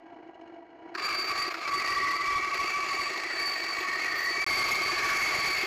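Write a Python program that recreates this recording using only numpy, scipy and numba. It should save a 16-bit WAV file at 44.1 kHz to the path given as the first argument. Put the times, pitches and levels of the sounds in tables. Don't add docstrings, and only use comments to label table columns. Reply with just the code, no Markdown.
import sys
import numpy as np
from scipy import signal
from scipy.fft import rfft, irfft, next_fast_len
from scipy.io import wavfile
from scipy.ndimage import uniform_filter1d
from numba import njit

SR = 44100
rng = np.random.default_rng(int(sys.argv[2]) if len(sys.argv) > 2 else 0)


def volts(x):
    e = np.asarray(x, float) / 20
    return 10 ** e


def bounce(signal):
    frames = np.transpose(np.atleast_2d(signal))
    limited = np.clip(frames, -1, 1)
    pcm = np.round(limited * 32767).astype(np.int16)
    wavfile.write(sys.argv[1], SR, pcm)


N = 249606
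T = np.arange(N) / SR

# time in seconds, feed in dB.
FEED = [(0.97, -11), (1.05, -0.5), (1.33, 0), (1.39, 1.5), (1.586, -7), (1.69, 0), (1.8, 0), (2.3, -0.5),
        (3.0, -0.8), (3.3, -3), (3.46, -0.5), (3.6, -3), (4.05, -0.4), (4.44, -1.2), (4.62, 1),
        (4.98, -0.8), (5.1, 1), (5.66, -0.8)]
# start in seconds, strength in dB.
CATCH = [(.9425, -45), (.9495, -30.5), (.9575, -39), (.9755, -45), (.9815, -31), (.9945, -31),
         (1.5416, -32), (1.5495, -36), (1.649, -38), (1.676, -30)]
# pitch in Hz, relative level in dB, 60 dB decay time in seconds.
SHEET_LOW_MODES = [(373.5, 3, 0.053), (740, -5.5, 0.05), (582, -10.5, 0.027)]
DROPOUT_S = (4.4435, 4.4645)


def unit(x):
    return x / np.sqrt(np.mean(x ** 2))


def curves(table):
    s, *columns = np.transpose(table)
    return [np.interp(T, s, c) for c in columns]


def colour(x, points):
    hz, db = np.transpose(points)
    size = next_fast_len(N)
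    f = np.maximum(np.arange(size // 2 + 1) * SR / size, 1)
    gain = volts(np.interp(np.log(f), np.log(hz), db))
    return unit(irfft(rfft(x, size) * gain, size)[:N])


@njit
def svf(x, hz, width):
    y, b, l = np.empty(len(x)), 0., 0.
    for i in range(len(x)):
        g, k = np.tan(np.pi * hz[i] / SR), width[i] / hz[i]
        v = (b + g * (x[i] - l)) / (1 + g * (g + k))
        b, l, y[i] = 2 * v - b, l + 2 * g * v, k * v
    return y


def ring(x, hz, width):
    if np.ndim(hz):
        return svf(x, hz, width + 0 * hz)
    g = np.tan(np.pi * hz / SR)
    kg = g * width / hz
    return signal.lfilter([kg, 0, -kg], [1 + kg + g * g, 2 * (g * g - 1), 1 - kg + g * g], x)


def ring_twice(x, hz, width, widening):
    return unit(ring(ring(x, hz, width), hz, widening * width))


def walk(rate):
    coarse = T[::16]
    k = int(SR / 16 / rate)
    held = np.repeat(rng.standard_normal(len(coarse) // k + 1), k)
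    slewed = uniform_filter1d(uniform_filter1d(held, k), k)
    return np.interp(T, coarse, unit(slewed[:len(coarse)]))


def flutter():
    return 1.15 * walk(14)


def wander():
    return 1 + 0.0075 * walk(9)


def grains(rate, spread):
    chance = rng.random((N, 2)).T
    size = volts(-spread * np.log(chance[1] + 1e-9))
    return unit((chance[0] < rate / SR) * size * rng.standard_normal(N))


def bursts(events, rise_s, fall_s):
    age = np.arange(int(.1 * SR)) / SR
    shape = (1 - np.exp(-age / rise_s)) * np.exp(-age / fall_s)
    out = np.zeros(N + len(age))
    for s, db in events:
        out[int(s * SR):][:len(age)] += volts(db) * shape / shape.max()
    return out[:N]


def swells(rows):
    coarse = T[::16]
    return np.interp(T, coarse, sum(db * np.exp(-((coarse - s) / half) ** 2) for s, db, half in rows))


def throb():
    # rate in Hz, time of one crest in seconds, usual depth in dB.
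    rotations = [(47.75, 3.1, 1.2), (17.27, 2.5, 1.23), (30.3, 2.708, 1.0)]
    return sum(db * (1 + 0.5 * walk(4.0)) * np.cos(2 * np.pi * hz * (T - s)) for hz, s, db in rotations)


def wheel():
    before = 12.73 * (T - 2.76)
    after = 14.0 * (T - 4.476)
    return np.where(T < DROPOUT_S[0], before, after)


def beat_depth():
    # time in seconds, depth from 0 to 1.
    depth_points = [(.97, 0), (1.7, 0.53), (2.4, 0.66), (2.9, 0.54), (3.2, 0.5), (4.44, 0.13), (4.47, 0.58),
                    (5.66, 0.4)]
    return curves(depth_points)[0]


def follow(db, slope, near_db):
    return db + slope * curves(FEED)[0] + near_db * (T > DROPOUT_S[0])


def tooth_strikes():
    # time in seconds, tooth rate in Hz.
    speed = [(.9, 1164), (1.4, 1150), (2.0, 1147), (2.9, 1141), (3.4, 1138), (4.1, 1133), (4.5, 1140),
             (5.0, 1140), (5.66, 1132)]
    hz = curves(speed)[0]
    return hz, 2 * np.pi * np.cumsum(hz * (1 + .007 * walk(60))) / SR


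def whine(scrape, hz, tooth, bite_db):
    # harmonic of the tooth rate, width of one resonance in Hz, noise share of the power 0-1,
    # share of the wheel beat 0-1.
    harmonics = [(1, 110, 0.18, 0.38), (2, 110, 0.44, 0.22), (4, 146, 0.15, 0.17), (6, 110, 0.4, 0.1),
                 (7, 170, 0.9, .2)]
    # time in seconds, level in dB of the tooth note, of its 2nd and of its 4th harmonic.
    note_levels = [(0.972, -39, -53.0, -48), (1.03, -47, -47, -36), (1.055, -48, -41, -31.5),
                   (1.1, -36, -42, -35.0), (1.2, -44, -44, -33.5), (1.32, -36, -43.0, -37),
                   (1.4, -35, -47, -35), (1.48, -37.5, -45.0, -37), (1.53, -45, -45, -53),
                   (1.6, -43, -56, -55), (1.66, -36.0, -41, -54), (1.75, -32.5, -44.5, -38.5),
                   (1.9, -33.0, -37.5, -40), (2.1, -27, -41.5, -42.5), (2.2, -31.5, -42.5, -46),
                   (2.3, -31, -35, -52), (2.42, -27.5, -37, -51), (2.5, -35, -35, -54),
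                   (2.6, -31.5, -37.5, -42), (2.75, -35.5, -35.5, -45), (2.9, -34, -43, -44.5),
                   (3.05, -34, -39.5, -39), (3.15, -42, -43.0, -45), (3.22, -45, -51, -49),
                   (3.3, -49, -44, -45), (3.38, -40.5, -41.5, -39.5), (3.5, -37.5, -41.5, -36.0),
                   (3.65, -43.5, -41, -40.5), (3.8, -39, -41, -44), (3.9, -37.5, -43, -46),
                   (4.0, -40, -46, -46), (4.1, -42, -45, -46), (4.2, -41.5, -51, -40),
                   (4.3, -36, -46, -37.5), (4.43, -35.5, -29.5, -38.5), (4.48, -33, -35, -35),
                   (4.6, -32, -46, -35), (4.75, -38, -38, -38), (4.9, -33.5, -40.5, -36),
                   (5.0, -39, -37.0, -39), (5.1, -32.5, -39, -41.0), (5.25, -39, -42, -37.5),
                   (5.4, -36.5, -44, -37.0), (5.55, -42, -41, -36.5), (5.65, -44, -43, -42)]
    # time in seconds, level in dB of the 6th and of the 7th harmonic.
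    whistle_levels = [(1.0, -61, -66), (1.05, -52, -60), (1.35, -57, -72), (1.38, -52, -55),
                      (1.45, -60, -72), (1.61, -67, -73), (1.66, -58, -72), (1.75, -56, -59),
                      (2.1, -65, -70), (2.73, -61, -72), (3.0, -53.5, -57), (3.27, -61, -61),
                      (3.45, -57, -60), (3.8, -57, -58), (4.18, -63, -72), (4.35, -55, -72),
                      (4.5, -62, -66), (5.05, -54, -68), (5.35, -50, -68), (5.66, -54, -68)]
    # time in seconds, dB, half length in seconds.
    note_breaks = [(1.056, -15, 0.013), (1.105, -11.0, 0.009), (1.169, -16, 0.01), (1.234, -6.5, 0.013),
                   (1.268, -17, 0.016), (1.34, -12.5, 0.013), (1.529, -3, 0.013), (1.571, -16, 0.021),
                   (1.609, -8.5, 0.006), (1.638, -10, 0.025), (1.791, -12, 0.013), (1.835, -15, 0.01),
                   (1.951, -11, 0.0079), (2.013, -14.5, 0.01), (2.083, -11.0, 0.011), (2.18, -21, 0.0091),
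                   (2.237, -9, 0.015), (2.411, -22, 0.013), (2.503, -20, 0.0091), (2.558, -9.0, 0.015),
                   (2.583, -8, 0.0077), (2.659, -4, 0.019), (2.715, -10.5, 0.015), (2.883, -10, 0.017),
                   (2.963, -10, 0.013), (3.047, -18, 0.013), (3.097, -9, 0.013), (3.124, -7.0, 0.009),
                   (3.196, -18, 0.018), (3.273, -11, 0.022), (3.324, -11.0, 0.018), (3.413, -9.0, 0.006),
                   (3.493, -11, 0.011), (3.592, -16.0, 0.018), (3.662, -17.0, 0.011), (3.724, -5, 0.009),
                   (3.744, -12, 0.018), (3.823, -15.5, 0.013), (3.883, -6, 0.0054), (3.911, -11.0, 0.009),
                   (3.998, -11.0, 0.028), (4.08, -18, 0.013), (4.162, -16, 0.01), (4.197, -10.5, 0.0098),
                   (4.252, -7.5, 0.0083), (4.326, -14, 0.014), (4.4, -11, 0.025), (4.495, -11, 0.009),
                   (4.583, -10.0, 0.009), (4.671, -7.5, 0.018), (4.781, -11, 0.013), (4.873, -16, 0.0092),
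                   (4.939, -14, 0.017), (5.004, -14, 0.014), (5.171, -5, 0.005), (5.236, -11, 0.018),
                   (5.293, -12.5, 0.013), (5.388, -12, 0.0098), (5.441, -9, 0.009), (5.573, -19.5, 0.019)]
    # time in seconds, dB, half length in seconds.
    fourth_breaks = [(1.017, -8.5, 0.018), (1.084, -11, 0.0098), (1.126, -7.0, 0.021), (1.348, -8.5, 0.012),
                     (1.456, -12, 0.0099), (1.499, -10, 0.0066), (1.527, -10.0, 0.025), (1.704, -5, 0.014),
                     (1.825, -16, 0.014), (2.007, -10, 0.006), (2.327, -7.5, 0.009), (2.407, -7.0, 0.009),
                     (2.462, -10.0, 0.02), (2.528, -8.5, 0.006), (2.645, -7.0, 0.009), (2.805, -5, 0.025),
                     (2.97, -7.0, 0.009), (3.092, -8.5, 0.008), (3.14, -9, 0.018), (3.258, -7.0, 0.0093),
                     (3.367, -5, 0.0083), (3.56, -6.5, 0.01), (3.596, -2, 0.029), (3.665, -6, 0.009),
                     (3.764, -9.0, 0.015), (3.878, -6.5, 0.025), (4.061, -7.0, 0.025), (4.151, -12, 0.018),
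                     (4.209, -7.0, 0.013), (4.792, -7.0, 0.021), (5.02, -10.5, 0.023), (5.122, -5, 0.025),
                     (5.5, -5, 0.0058)]
    note_db, second_db, fourth_db = curves(note_levels)
    levels = [note_db + swells(note_breaks), second_db, fourth_db + swells(fourth_breaks)]
    levels += curves(whistle_levels)
    turn = 2 * np.pi * wheel()
    beat = beat_depth() * (np.cos(turn) + 0.97 * np.cos(2 * turn))
    out = 0
    for (k, width, rough, beat_share), db in zip(harmonics, levels):
        uneven = ring_twice(scrape, k * hz, width, 1)
        gain = volts(db + 0.1 * bite_db + flutter()) * (1 + beat_share * beat)
        out = out + gain * (np.sqrt(2 * (1 - rough)) * np.cos(k * tooth) + np.sqrt(rough) * uneven)
    return out


def moving_mode(scrape, bite_db):
    # time in seconds, pitch in Hz, level in dB, width of the narrower resonance in Hz.
    path = [(.97, 1830, -69, 150), (1.44, 1900, -40, 170), (1.59, 1930, -69, 170), (1.68, 1990, -41, 170),
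            (1.95, 1950, -31, 120), (2.3, 1965, -33, 129), (2.72, 1871, -49.5, 250),
            (3.07, 1894, -42.5, 246), (3.5, 1850, -40.5, 199), (3.6, 1866, -42, 162),
            (4.06, 1888, -28.5, 133), (4.33, 1900, -30.5, 141), (4.47, 1880, -40.5, 300),
            (4.8, 1870, -51, 350), (5.0, 1715, -38.5, 250), (5.26, 1930, -38, 350), (5.66, 1840, -43, 345)]
    hz, db, width = curves(path)
    tone = ring_twice(scrape, hz * wander(), width, 2.4)
    return volts(db + 0.47 * bite_db + flutter()) * tone


def sheet_modes(scrape, bite_db):
    # pitch in Hz, width of the narrower resonance in Hz, level in dB, dB per dB of feed,
    # drift in dB per second of cutting, dB gained when the microphone is nearer.
    modes = [(1250, 130, -39, 1.2, -2.2, 4), (1560, 520, -40, 1.1, -.6, 2.5),
             (2170, 117, -40, 1.6, -.6, 10), (2630, 200, -55, 1.1, -.3, 1.5), (3150, 330, -64, 1.1, 2.5, 3),
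             (6200, 1480, -55, 1.2, .6, 1.5)]
    # time in seconds, dB gained,
    # half length in seconds.
    mode_swells = [
        [(2.7, 1.5, .3), (3.4, -8, .3), (5.6, -10, .25)],
        [(2.8, -3, .55), (5.15, 3, .2)],
        [(2.3, 4, .4), (4.05, 3, .25)],
        [(2.75, 9, .5)],
        [(2.3, 5, .3)],
        [(2.7, 2.5, .5), (5.22, 7.5, .25)],
    ]
    out = 0
    for (hz, width, db, slope, drift, near_db), rows in zip(modes, mode_swells):
        level_db = follow(db, slope, near_db) + drift * (T - FEED[0][0]) + swells(rows)
        level_db = level_db + 0.47 * bite_db + flutter()
        tone = unit(ring(ring(scrape, hz * wander(), width), hz, 3.1 * width))
        out = out + volts(level_db) * tone
    return out


def squeal(scrape):
    # time in seconds, pitch in Hz, level in dB.
    path = [(.97, 14050, -72), (1.1, 14000, -64), (1.6, 13950, -74), (3.35, 13850, -79), (3.55, 13800, -67),
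            (3.78, 13450, -62), (3.95, 13220, -65), (4.04, 13400, -80), (4.2, 13600, -54),
            (4.3, 13620, -66), (4.44, 13750, -76), (5.3, 13750, -68), (5.66, 13590, -59)]
    hz, db = curves(path)
    return volts(db + 2.2 * flutter()) * ring_twice(scrape, hz * wander(), 600, 1.5)


def low_drone(scrape, bite_db):
    drone = sum(volts(db) * unit(ring(scrape, hz, 3.6 / t60)) for hz, db, t60 in SHEET_LOW_MODES)
    ease = 1 + 0.51 * beat_depth() * np.cos(2 * np.pi * wheel() - 2.7)
    return volts(follow(-53, 0.45, 4.4) + 0.85 * bite_db) * ease * unit(drone)


def chip_snaps():
    # start in seconds, strength in dB.
    loudest = [(1.0567, -54), (1.0891, -46), (1.1814, -47), (1.2438, -46), (1.3136, -38), (1.376, -42),
               (1.4214, -44), (1.4787, -41), (1.5411, -41), (1.6758, -52), (1.7985, -38), (1.8748, -36),
               (2.1123, -39), (2.1592, -48), (2.5433, -34), (2.7035, -38), (2.9374, -41), (3.01, -42),
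               (3.1021, -48), (3.1744, -36), (3.2348, -44), (3.3994, -40), (3.476, -39), (3.5071, -45),
               (3.6388, -39), (3.804, -36), (4.045, -39), (4.205, -40), (4.3362, -49), (4.5069, -38),
               (4.6115, -37), (4.7084, -43), (4.9068, -46), (4.9913, -39), (5.3524, -43)]
    start_s = FEED[0][0]
    when, size = rng.random((10, 2)).T
    small = zip(start_s + when * (T[-1] - start_s), -55 + np.log(size + 1e-3))
    return bursts(loudest + list(small), .0004, 0.0032)


def rasp(scrape, tooth, bite_db, snaps):
    # frequency in Hz, relative level in dB.
    spectrum = [(120, -57), (200, -65), (358, -11.5), (556, -10.5), (661, -5), (920, -5.5), (1150, -2.5),
                (1500, -14), (2220, -1), (3240, -12), (4660, -7), (5040, -9.5), (7010, -46), (8600, -86),
                (11200, -61), (18900, -120)]
    # pitch in Hz, width in Hz, level in dB against the scraping.
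    resonances = [(2493, 117, -11.5), (4240, 110, -18), (4770, 22, -26.5), (5640, 78, -28)]
    # harmonic number, amplitude in dB against the scraping.
    overtones = [(3, -20), (5, -23)]
    x = colour(scrape, spectrum)
    for hz, width, db in resonances:
        x = x + volts(db + 2.4 * flutter()) * unit(ring(scrape, hz * wander(), width))
    for k, db in overtones:
        x = x + volts(db + 3.1 * walk(30)) * np.cos(k * tooth)
    return (volts(follow(-37, 0.7, 5.34) + bite_db) + 1.6 * snaps) * unit(x)


def chips(bite_db, snaps):
    # frequency in Hz, relative level in dB.
    spectrum = [(4710, -4), (8000, -5), (8250, -5), (8740, -33), (9960, 2), (12000, 16.5), (13700, 14),
                (15000, -5), (15800, 16)]
    hiss = colour(grains(14000, 0.97), spectrum)
    hiss = hiss * volts(1.5 * bite_db + 1.8 * walk(70) + 1.7 * walk(9.8))
    return (volts(follow(-60.5, 3.9, 7.8)) + 0.27 * snaps) * unit(hiss)


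def cutting():
    # time in seconds, dB, half length in seconds.
    skips = [(1.004, -1, .006), (1.078, -0.5, 0.0096), (1.17, -4, 0.0093), (1.236, -7, 0.0057),
             (1.266, -2.5, 0.0091), (1.343, -3.5, 0.014), (1.458, -2, .008), (1.5, -4.5, 0.0063),
             (1.531, -5, 0.0085), (1.562, -5, 0.0074), (1.704, -6.5, 0.0073), (2.18, -1.5, 0.0077),
             (3.32, -0.5, 0.0089), (3.365, 0, 0.0089)]
    hz, tooth = tooth_strikes()
    bite_db = throb() + 0.67 * walk(25.02)
    scrape = grains(12000, 2.43) * (1 + 0.25 * np.cos(tooth))
    snaps = chip_snaps()
    out = whine(scrape, hz, tooth, bite_db)
    out = out + moving_mode(scrape, bite_db) + sheet_modes(scrape, bite_db) + squeal(scrape)
    out = out + low_drone(scrape, bite_db)
    out = out + rasp(scrape, tooth, bite_db, snaps) + chips(bite_db, snaps)
    onset = np.clip((T - FEED[0][0]) / 0.006, 0, 1)
    return out * volts(swells(skips)) * onset


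def catches():
    spectrum = [(200, -26), (400, -35), (1250, 12.5), (1600, 9.0), (2600, -1.0), (3500, -14), (4600, 2),
                (5600, -12), (9000, -27), (15000, -35)]
    scrape = colour(rng.standard_normal(N), spectrum)
    return bursts(CATCH, 0.0013, 0.0045) * scrape


def knocks():
    # start in seconds, strength in dB.
    hardest = [(0.954, -34), (1.004, -34), (1.181, -36), (1.239, -34.5), (1.321, -36), (1.477, -32.5),
               (1.773, -31.5), (2.641, -30.5), (2.942, -33), (3.107, -33.5), (3.407, -33.5), (3.807, -33),
               (4.14, -33.5), (4.306, -31.5), (4.378, -31), (4.508, -31.5), (4.57, -29), (4.81, -32),
               (4.929, -29.5), (5.361, -31), (5.634, -28)]
    age = np.arange(int(.15 * SR)) / SR
    out = np.zeros(N + len(age))
    hard_s = np.transpose(hardest)[0]
    due = T[1:][np.diff(np.floor(wheel() - .33)) != 0]
    steady = [s for s in due if s > 1.7 and np.abs(hard_s - s).min() > .03]
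    steady_db = -38.5 + 3.5 * rng.standard_normal(len(steady))
    events = hardest + list(zip(steady, steady_db))
    for (s, db), (detune, phase) in zip(events, rng.standard_normal((len(events), 2))):
        modes = 0
        for hz, mode_db, t60 in SHEET_LOW_MODES:
            tone = np.sin(2 * np.pi * hz * (1 + 0.032 * detune) * age + phase)
            modes = modes + volts(mode_db - 60 * age / t60) * tone
        out[int(s * SR):][:len(age)] += volts(db) * (1 - np.exp(-age / 0.0032)) * modes
    return out[:N]


def rumble():
    # time in seconds, level in dB before the common trim below.
    level_points = [(1.0, -81), (1.06, -75), (1.38, -61), (1.64, -78), (1.66, -61), (1.91, -52), (3.6, -84),
                    (4.01, -62), (4.04, -50), (4.39, -67), (4.52, -46), (4.62, -52.5), (5.63, -53),
                    (5.66, -65)]
    # frequency in Hz, relative level in dB.
    spectrum = [(15, -13), (40, -5), (90, -1.5), (150, -4.5), (230, -15), (400, -50), (20000, -120)]
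    thuds = colour(grains(400, 3.2), spectrum) * volts(2.3 * walk(15))
    return volts(curves(level_points)[0] - 5.5) * unit(thuds) * (T > FEED[0][0])


def blade():
    # pitch in Hz, width of the narrower resonance in Hz,
    # relative level in dB before division by the root of the width.
    blade_modes = [(300, 50, -9.5), (331.4, 26, -1), (452, 33, -12), (683, 23, -2), (771, 77, -6.5),
                   (897, 72, -10), (962, 20, -10), (1132, 12, -20.5), (1380, 110, -16.5), (1620, 37, -16),
                   (1950, 53, -18), (2252, 64, -19), (2920, 120, -21.5), (3330, 33, -33.5),
                   (4180, 300, -29.5), (4650, 190, -35.5), (5180, 310, -37), (6500, 300, -39.5)]
    # time in seconds, level in dB of the modes while free.
    hum_level = [(0.0, -52), (.55, -51.5), (.93, -50)]
    # frequency in Hz, relative level in dB.
    frame_spectrum = [(12, -57), (20, -20), (195, -13.5), (324, -27), (514, -14), (681, 1), (1190, -24),
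                      (1580, -15), (2920, -25), (3410, -38), (9000, -51), (11700, -88), (19800, -120)]
    # start in seconds, level in dB.
    ticks = [(.143, -74), (.274, -68), (.343, -62), (.411, -62), (.474, -65), (.540, -68), (.702, -70),
             (.787, -75), (.889, -66)]
    # pitch in Hz, width of the narrower one in Hz, relative level in dB.
    tick_modes = [(2900, 150, 7), (2230, 120, 0), (4170, 450, -4), (5180, 480, -10), (6500, 270, -12),
                  (7600, 600, -17)]
    drive = rng.standard_normal(N)
    modes = sum(volts(db) / np.sqrt(w) * ring(ring(drive, hz, w), hz, 2.0 * w) for hz, w, db in blade_modes)
    frame = colour(rng.standard_normal(N), frame_spectrum)
    level_db = curves(hum_level)[0] - 2.5 * (T > CATCH[0][0])
    hum = volts(level_db + 0.99 * throb() + 1.46 * walk(13)) * (unit(modes) + volts(-9.5) * frame)
    brush = sum(volts(db) * ring_twice(drive, hz, w, 2.0) for hz, w, db in tick_modes)
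    return hum + bursts(ticks, .004, 0.0047) * unit(brush)


def scene():
    return (cutting() + catches() + knocks() + rumble() + blade())[None]


def roll_off(x):
    return signal.sosfilt(signal.butter(12, 16380, fs=SR, output="sos"), x)


def record(dry):
    # centre in Hz, half width in Hz, depth in dB.
    housing_dips = [(3500, 550, -2), (7380, 380, -3), (8770, 650, -11), (8700, 140, -12), (14900, 150, -18)]
    ceiling, lopsided, drive_db, knee = 0.066, 0.018, 2.0, 3.75
    x = dry[0] * volts(drive_db) / ceiling
    x = x + lopsided * x ** 2
    x = ceiling * x / (1 + np.abs(x) ** knee) ** (1 / knee)
    x = signal.sosfilt(signal.butter(1, 25, "high", fs=SR, output="sos"), x)
    x = signal.sosfilt(signal.ellip(10, .2, 60, 15450, fs=SR, output="sos"), x)
    size = next_fast_len(N)
    f = np.arange(size // 2 + 1) * SR / size
    dips_db = sum(db * np.exp(-((f - hz) / width) ** 2) for hz, width, db in housing_dips)
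    x = irfft(rfft(x, size) * volts(dips_db), size)[:N]
    outside_s = np.maximum(DROPOUT_S[0] - T, T - DROPOUT_S[1])
    x = x * np.clip(outside_s / 0.0001, 0, 1)
    return roll_off(x[None])


dry = scene()
out = record(dry)
bounce(out)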